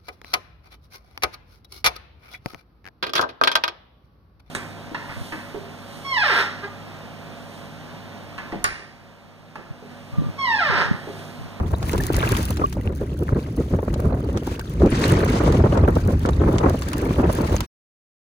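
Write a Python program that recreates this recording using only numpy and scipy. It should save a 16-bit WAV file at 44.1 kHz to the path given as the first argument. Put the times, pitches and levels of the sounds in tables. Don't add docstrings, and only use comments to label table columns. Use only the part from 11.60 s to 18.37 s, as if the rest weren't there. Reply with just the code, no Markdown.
import sys
import numpy as np
from scipy import signal
from scipy.fft import rfft, irfft, next_fast_len
from scipy.io import wavfile
from scipy.ndimage import map_coordinates

SR = 44100
rng = np.random.default_rng(int(sys.argv[2]) if len(sys.argv) > 2 else 0)


def persist_wave(psi):
    counts = np.round(np.clip(psi, -1, 1) * 32767).astype(np.int16)
    wavfile.write(sys.argv[1], SR, np.atleast_2d(counts).T)


N = 298361

# f/Hz, level/dB
SCUFF_SPECTRUM = [(50, 1.5), (300, -12.5), (550, 3), (800, -0.5), (1200, -4.5), (2000, -19), (4000, -43.5)]
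# f/Hz, level/dB
SPRAY_SPECTRUM = [(300, -19.5), (900, 3.5), (2000, -4.5), (4000, -7), (7000, -11), (10000, -20)]
# f/Hz, level/dB
FIZZ_SPECTRUM = [(3000, -11.5), (6500, -8.5), (10000, -7), (12700, -12), (15400, -5), (15900, -7),
                 (16500, -35.5)]


def amp(db):
    return 10 ** (np.asarray(db) / 20)


def unit(x):
    return x / np.sqrt(np.mean(x ** 2) + 1e-20)


def eddy(rate):
    knots = rng.standard_normal(int(N * 400 / SR))
    return 2 * np.tanh(map_coordinates(knots, [np.arange(N) * rate / SR]) / 2)


def filtered(x, response):
    size = next_fast_len(N + 8192)
    return irfft(rfft(x, size) * response(np.fft.rfftfreq(size, 1 / SR)), size)[..., :N]


def noise(spectrum):
    f, db = np.transpose(spectrum)
    colour = lambda hz: amp(np.interp(np.log(hz + 1), np.log(f), db, left=-120, right=-120))
    return unit(filtered(rng.standard_normal(N), colour))


def wide_noise(spectrum, alike):
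    angle = np.arccos(alike) / 2
    common, apart = noise(spectrum), noise(spectrum)
    return np.cos(angle) * common + np.sin(angle) * apart * [[1], [-1]]


def place(when, shapes):
    at = np.round(when * SR).astype(int)[:, None] + np.arange(shapes.shape[1])
    return np.bincount(at.ravel(), shapes.ravel(), N + shapes.shape[1])[:N]


def rings(when, db, hz, cycles, rise):
    length = min(SR // 40, int(5 * SR * np.max(cycles / hz)))
    turns = hz[:, None] * np.arange(length) / SR
    age = turns / np.reshape(cycles, (-1, 1))
    bend = 1 + np.reshape(rise, (-1, 1)) * age
    envelope = amp(db)[:, None] * np.e * age * np.exp(-age)
    return place(when, envelope * np.sin(2 * np.pi * turns * bend))


def bursts(when, db, attack_s, decay_s):
    t = np.arange(SR // 15) / SR
    return place(when, amp(db)[:, None] * (1 - np.exp(-t / attack_s)) * np.exp(-t / decay_s))


def gusts(thump_db, puffs):
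    # t/s, flutter level/dB, half length/s
    strong_gusts = [(0.337, -23.5, 0.016), (0.398, -29.5, 0.021), (0.635, -24.5, 0.021),
                    (0.798, -23.5, 0.016), (0.91, -22.5, 0.0043), (1.023, -24, 0.022), (1.186, -24, 0.013),
                    (1.288, -26, 0.031), (1.423, -20.5, 0.013), (1.62, -23.5, 0.013), (1.73, -19, 0.0064),
                    (1.772, -21, 0.014), (2, -21.5, 0.016), (2.141, -21, 0.022), (2.281, -19.5, 0.004),
                    (2.455, -24, 0.01), (2.542, -24.5, 0.014), (2.76, -26, 0.023), (3.237, -16, 0.022),
                    (3.268, -16, 0.02), (3.325, -17, 0.0052), (3.542, -18.5, 0.035), (3.627, -17, 0.014),
                    (3.749, -20, 0.007), (3.813, -17.5, 0.0074), (3.933, -22, 0.067), (4.058, -18, 0.012),
                    (4.168, -18, 0.015), (4.242, -22, 0.0077), (4.286, -18, 0.0088), (4.367, -19, 0.0068),
                    (4.5, -25, 0.039), (4.677, -21.5, 0.015), (4.834, -19, 0.02), (4.88, -20, 0.021),
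                    (4.945, -21.5, 0.02), (5.063, -23.5, 0.03), (5.47, -23, 0.048), (5.601, -17, 0.011),
                    (5.651, -22.5, 0.022), (5.69, -22, 0.014), (5.812, -21.5, 0.022), (5.928, -24, 0.028)]
    puff_at = rng.random(puffs) * (N - 1) / SR
    size, span = rng.standard_normal((2, puffs))
    puff_db = thump_db[(puff_at * SR).astype(int)] - 6 + 4.5 * size
    puff_half_s = .0082 * np.exp(.44 * span)
    when, db, half_s = np.hstack([np.transpose(strong_gusts), [puff_at, puff_db, puff_half_s]])
    t = np.arange(-SR // 10, SR // 10) / SR
    power = amp(2 * db)[:, None] * np.exp(-(t / half_s[:, None]) ** 2)
    return np.sqrt(np.roll(place(when, power), -SR // 10))


def glugs(count, centre_hz):
    when = rng.random(count) * (N - 1) / SR
    pitch, size = rng.standard_normal((2, count))
    return unit(rings(when, 3 * size, centre_hz * 2 ** (.4 * pitch), cycles=1.3, rise=0))


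def wind():
    # t/s, thump level/dB, flutter between gusts over thump/dB, scuff over flutter/dB
    strength = [(0.0, -19, -15, 7.5), (0.08, -26, -15, -2.5), (0.67, -20.5, -16.5, -3),
                (1.08, -28, -25, -11), (1.5, -28, -11, -12.5), (2.09, -27.5, -9, -14),
                (2.47, -21.5, -4.5, -8.5), (3.06, -31.5, -10, -13), (3.21, -20.5, -12, -14.5),
                (3.41, -28, 4.5, -11.5), (3.53, -20.5, -4, -7.5), (4.3, -17.5, -10.5, -4),
                (4.5, -21, -22, -8.5), (5.09, -18, -7.5, -1), (5.17, -27.5, -7, -11), (5.68, -23.5, -6, -3),
                (5.97, -24.5, -10, -7), (6.04, -27, -20.5, 8)]
    # f/Hz, level/dB
    thump_spectrum = [(15, -26.5), (25, -22), (49, -4), (75, 1), (400, -19.5), (520, -42), (880, -120)]
    # f/Hz, level/dB
    flutter_spectrum = [(120, -0.5), (220, -2.5), (400, -4), (600, -9), (900, -36), (2000, -49)]
    when, *levels = np.transpose(strength)
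    thump_db, lull_db, scuff_db = [np.interp(np.arange(N) / SR, when, db) for db in levels]
    swell = gusts(thump_db, puffs=45)
    thump_gain = np.hypot(amp(thump_db), amp(2) * swell)
    flutter_gain = np.hypot(amp(thump_db + lull_db), swell)
    buffeting = amp(2 * eddy(25))
    rumble = noise(thump_spectrum) + amp(-17) * noise(thump_spectrum) * [[1], [-1]]
    thump = unit(buffeting * rumble)
    spikes = amp(4.83 * eddy(110))
    flapping = unit(spikes * noise(flutter_spectrum))
    flutter = unit(flapping + amp(-4) * glugs(count=700, centre_hz=340))
    scuff = np.array([unit(spikes * amp(3.1 * eddy(70)) * noise(SCUFF_SPECTRUM)) for _ in "LR"])
    return thump_gain * thump + flutter_gain * (flutter + amp(scuff_db) * scuff)


def splash_levels():
    # peak t/s, spray level/dB, fizz over spray/dB, 20 dB rise/s, 20 dB fall/s
    splashes = [(.33, -39.5, 0.5, 0.2, 0.86), (.61, -32.5, -3, 0.16, .5), (.72, -31.5, -3.5, 0.56, 0.25),
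                (2.96, -42.5, -9, 0.4, 0.14), (3.32, -33, -18, 0.1, 0.6), (3.49, -28, -15, 0.29, 0.79),
                (3.88, -48, -9, 1, 0), (4.5, -45, -9, 1.5, 7), (5.33, -38.5, -8, 0.14, 3),
                (5.9, -46.5, -7.5, 2.5, 10)]
    lap_db, lap_fizz_db = -51, -5
    when, spray_db, fizz_db, rise_s, fall_s = np.transpose(splashes)[..., None]
    since = np.arange(N) / SR - when
    below_peak_db = 20 * np.where(since > 0, since / fall_s, -since / rise_s)
    power = amp(spray_db - below_peak_db) ** 2
    spray = amp(lap_db) ** 2 + power.sum(0)
    fizz = amp(lap_db + lap_fizz_db) ** 2 + (power * amp(fizz_db) ** 2).sum(0)
    return 10 * np.log10(spray), 10 * np.log10(fizz / spray)


def bubble_swarm(count, centre_hz, octaves, cycles, skew_s):
    when = .01 + rng.random(count) * (N / SR - .02)
    pitch, pan, span, glide = rng.standard_normal((4, count))
    db = 3 * np.minimum(rng.exponential(size=count), 5)
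    hz = np.clip(centre_hz * 2 ** (octaves * pitch), 750, 9000)
    life = cycles * np.exp(.4 * np.minimum(span, 1))
    rise = .004 + .008 * glide
    channels = [rings(when + side * skew_s * pan, db + 5 * side * pan, hz, life, rise)
                for side in (.5, -.5)]
    return unit(np.array(channels))


def spatter(count, scatter_db):
    when = rng.random(count) * N / SR
    size = np.minimum(rng.exponential(size=count), 3.5)
    return bursts(when, scatter_db * size, attack_s=.0019, decay_s=.0011)


def churning_water():
    spray_db, fizz_db = splash_levels()
    patches = amp(4 * eddy(23.004) + 2.3 * eddy(110))
    spray = amp(-1.5) * unit(patches * wide_noise(SPRAY_SPECTRUM, alike=.35))
    plinks = bubble_swarm(count=1200, centre_hz=2400, octaves=.7, cycles=2.3, skew_s=.00018)
    gurgle = bubble_swarm(count=5000, centre_hz=1700, octaves=.5, cycles=1, skew_s=.0002)
    plinks *= amp(-3 - .35 * (spray_db + 46.5))
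    gurgle *= amp(.29 * (spray_db + 27))
    treble = wide_noise(FIZZ_SPECTRUM, alike=.85)
    ticks = amp(3) * unit(spatter(count=450, scatter_db=6))
    fizz = unit((unit(patches) + ticks) * treble)
    return amp(spray_db) * (spray + plinks + gurgle + amp(fizz_db) * fizz)


def clear_bubbles():
    # t/s, peak level/dB, f/Hz, life/cycles
    bubbles = [(0.15, -33, 3700, 4), (0.295, -14, 2040, 0.48), (0.401, -23.5, 1680, 5.1),
               (0.62, -23, 2140, 2.5), (0.637, -19, 1510, 3.5), (0.675, -18, 2540, 2.4),
               (1.016, -18.5, 1210, 4.7), (1.038, -9.5, 1097, 4.9), (1.275, -23, 2650, 1.1),
               (1.682, -23.5, 1600, 0.67), (1.691, -15, 1140, 0.71), (3.01, -28, 1490, 2.5),
               (3.441, -13.5, 3870, 2.4), (3.44, -10.5, 1860, 0.65), (4.279, -14, 1370, 1),
               (4.652, -15, 1300, 0.9), (5.965, -16.5, 6100, 2.1)]
    return rings(*np.transpose(bubbles), rise=.012)


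def drops():
    # t/s, slap level/dB, click level/dB
    impacts = [(0.227, -27, -50.5), (0.3313, -23.5, -27), (0.379, -26, -25), (0.4362, -26, -22.5),
               (0.543, -21.5, -45), (0.767, -20.5, -30.5), (0.8295, -32, -22), (0.97, -27, -27),
               (1.126, -29, -36), (2.34, -27, -31), (2.402, -40, -28.5), (2.773, -26.5, -36),
               (2.994, -26, -28), (3.26, -31.5, -33.5), (3.923, -26, -30), (4.174, -27.5, -52),
               (4.3536, -33, -31.5), (4.659, -26.5, -37.5), (4.689, -27, -34), (4.983, -20, -45),
               (5.0967, -30, -24), (5.2204, -25, -33), (5.286, -28.5, -25), (5.3318, -23.5, -24),
               (5.381, -45, -22), (5.9644, -24, -27.5), (6.0057, -20, -18)]
    when, slap_db, click_db = np.transpose(impacts)
    slap = bursts(when, slap_db, attack_s=.00022, decay_s=.0052) * wide_noise(SPRAY_SPECTRUM, alike=.045)
    click = bursts(when, click_db, attack_s=.0003, decay_s=.0013) * wide_noise(FIZZ_SPECTRUM, alike=.85)
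    return slap + click


def wind_pops():
    # t/s, pulse peak level/dB
    pops = [(0.335, -13), (0.501, -10.5), (0.538, -20), (0.996, -16.5), (2.137, -15), (2.188, -15.5),
            (2.229, -18), (2.28, -17), (2.524, -18.5), (2.688, -21.5), (2.874, -16.5), (3.219, -11.5),
            (3.804, -12), (3.878, -16), (3.901, -14.5), (4.039, -7.5), (4.124, -12.5), (4.155, -13.5),
            (4.237, -12.5), (4.282, -12), (4.651, -12), (4.807, -17.5), (4.836, -10.5), (4.888, -13.5),
            (5.042, -10), (5.058, -9), (5.584, -16), (5.64, -10.5), (5.786, -13), (5.908, -19)]
    when, db = np.transpose(pops)
    hz = 426 * 2 ** (.25 * rng.standard_normal(len(when)))
    pulse = rings(when, db, hz, cycles=.95, rise=-.041)
    scuff = np.array([noise(SCUFF_SPECTRUM) for _ in "LR"])
    return pulse + bursts(when, db - 6, attack_s=.001, decay_s=.0057) * scuff


def scene():
    # f/Hz, phase/rad
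    left_lead = [(0, 0), (7600, 22.7), (16500, 8.4)]
    phase_pan = lambda hz: np.exp(.5j * np.interp(hz, *np.transpose(left_lead)) * [[1], [-1]])
    level_pan = amp([[.4], [-.4]])
    water = churning_water() + clear_bubbles() + drops()
    return filtered(water, phase_pan) * level_pan + wind() + wind_pops()


def record(dry):
    # t/s, f/Hz
    mono_edge = [(0, 30), (1.4, 130), (1.9, 340), (3.6, 450), (4.6, 220), (5.5, 460)]
    ceiling, top_hz = .95, 16527
    fade_start_s, fade_end_s = 6.03, 6.065
    left, right = dry / (1 + np.abs(dry / ceiling) ** 4) ** .25
    mid, side = (left + right) / 2, (left - right) / 2
    f, t, side_spectrum = signal.stft(side, SR, nperseg=2048)
    above_edge = f[:, None] > np.interp(t, *np.transpose(mono_edge))
    side = signal.istft(side_spectrum * above_edge, SR, nperseg=2048)[1][:N]
    fade = np.clip((fade_end_s - np.arange(N) / SR) / (fade_end_s - fade_start_s), 0, 1)
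    return filtered(np.array([mid + side, mid - side]) * fade, lambda hz: hz < top_hz)


dry = scene()
out = record(dry)
persist_wave(out)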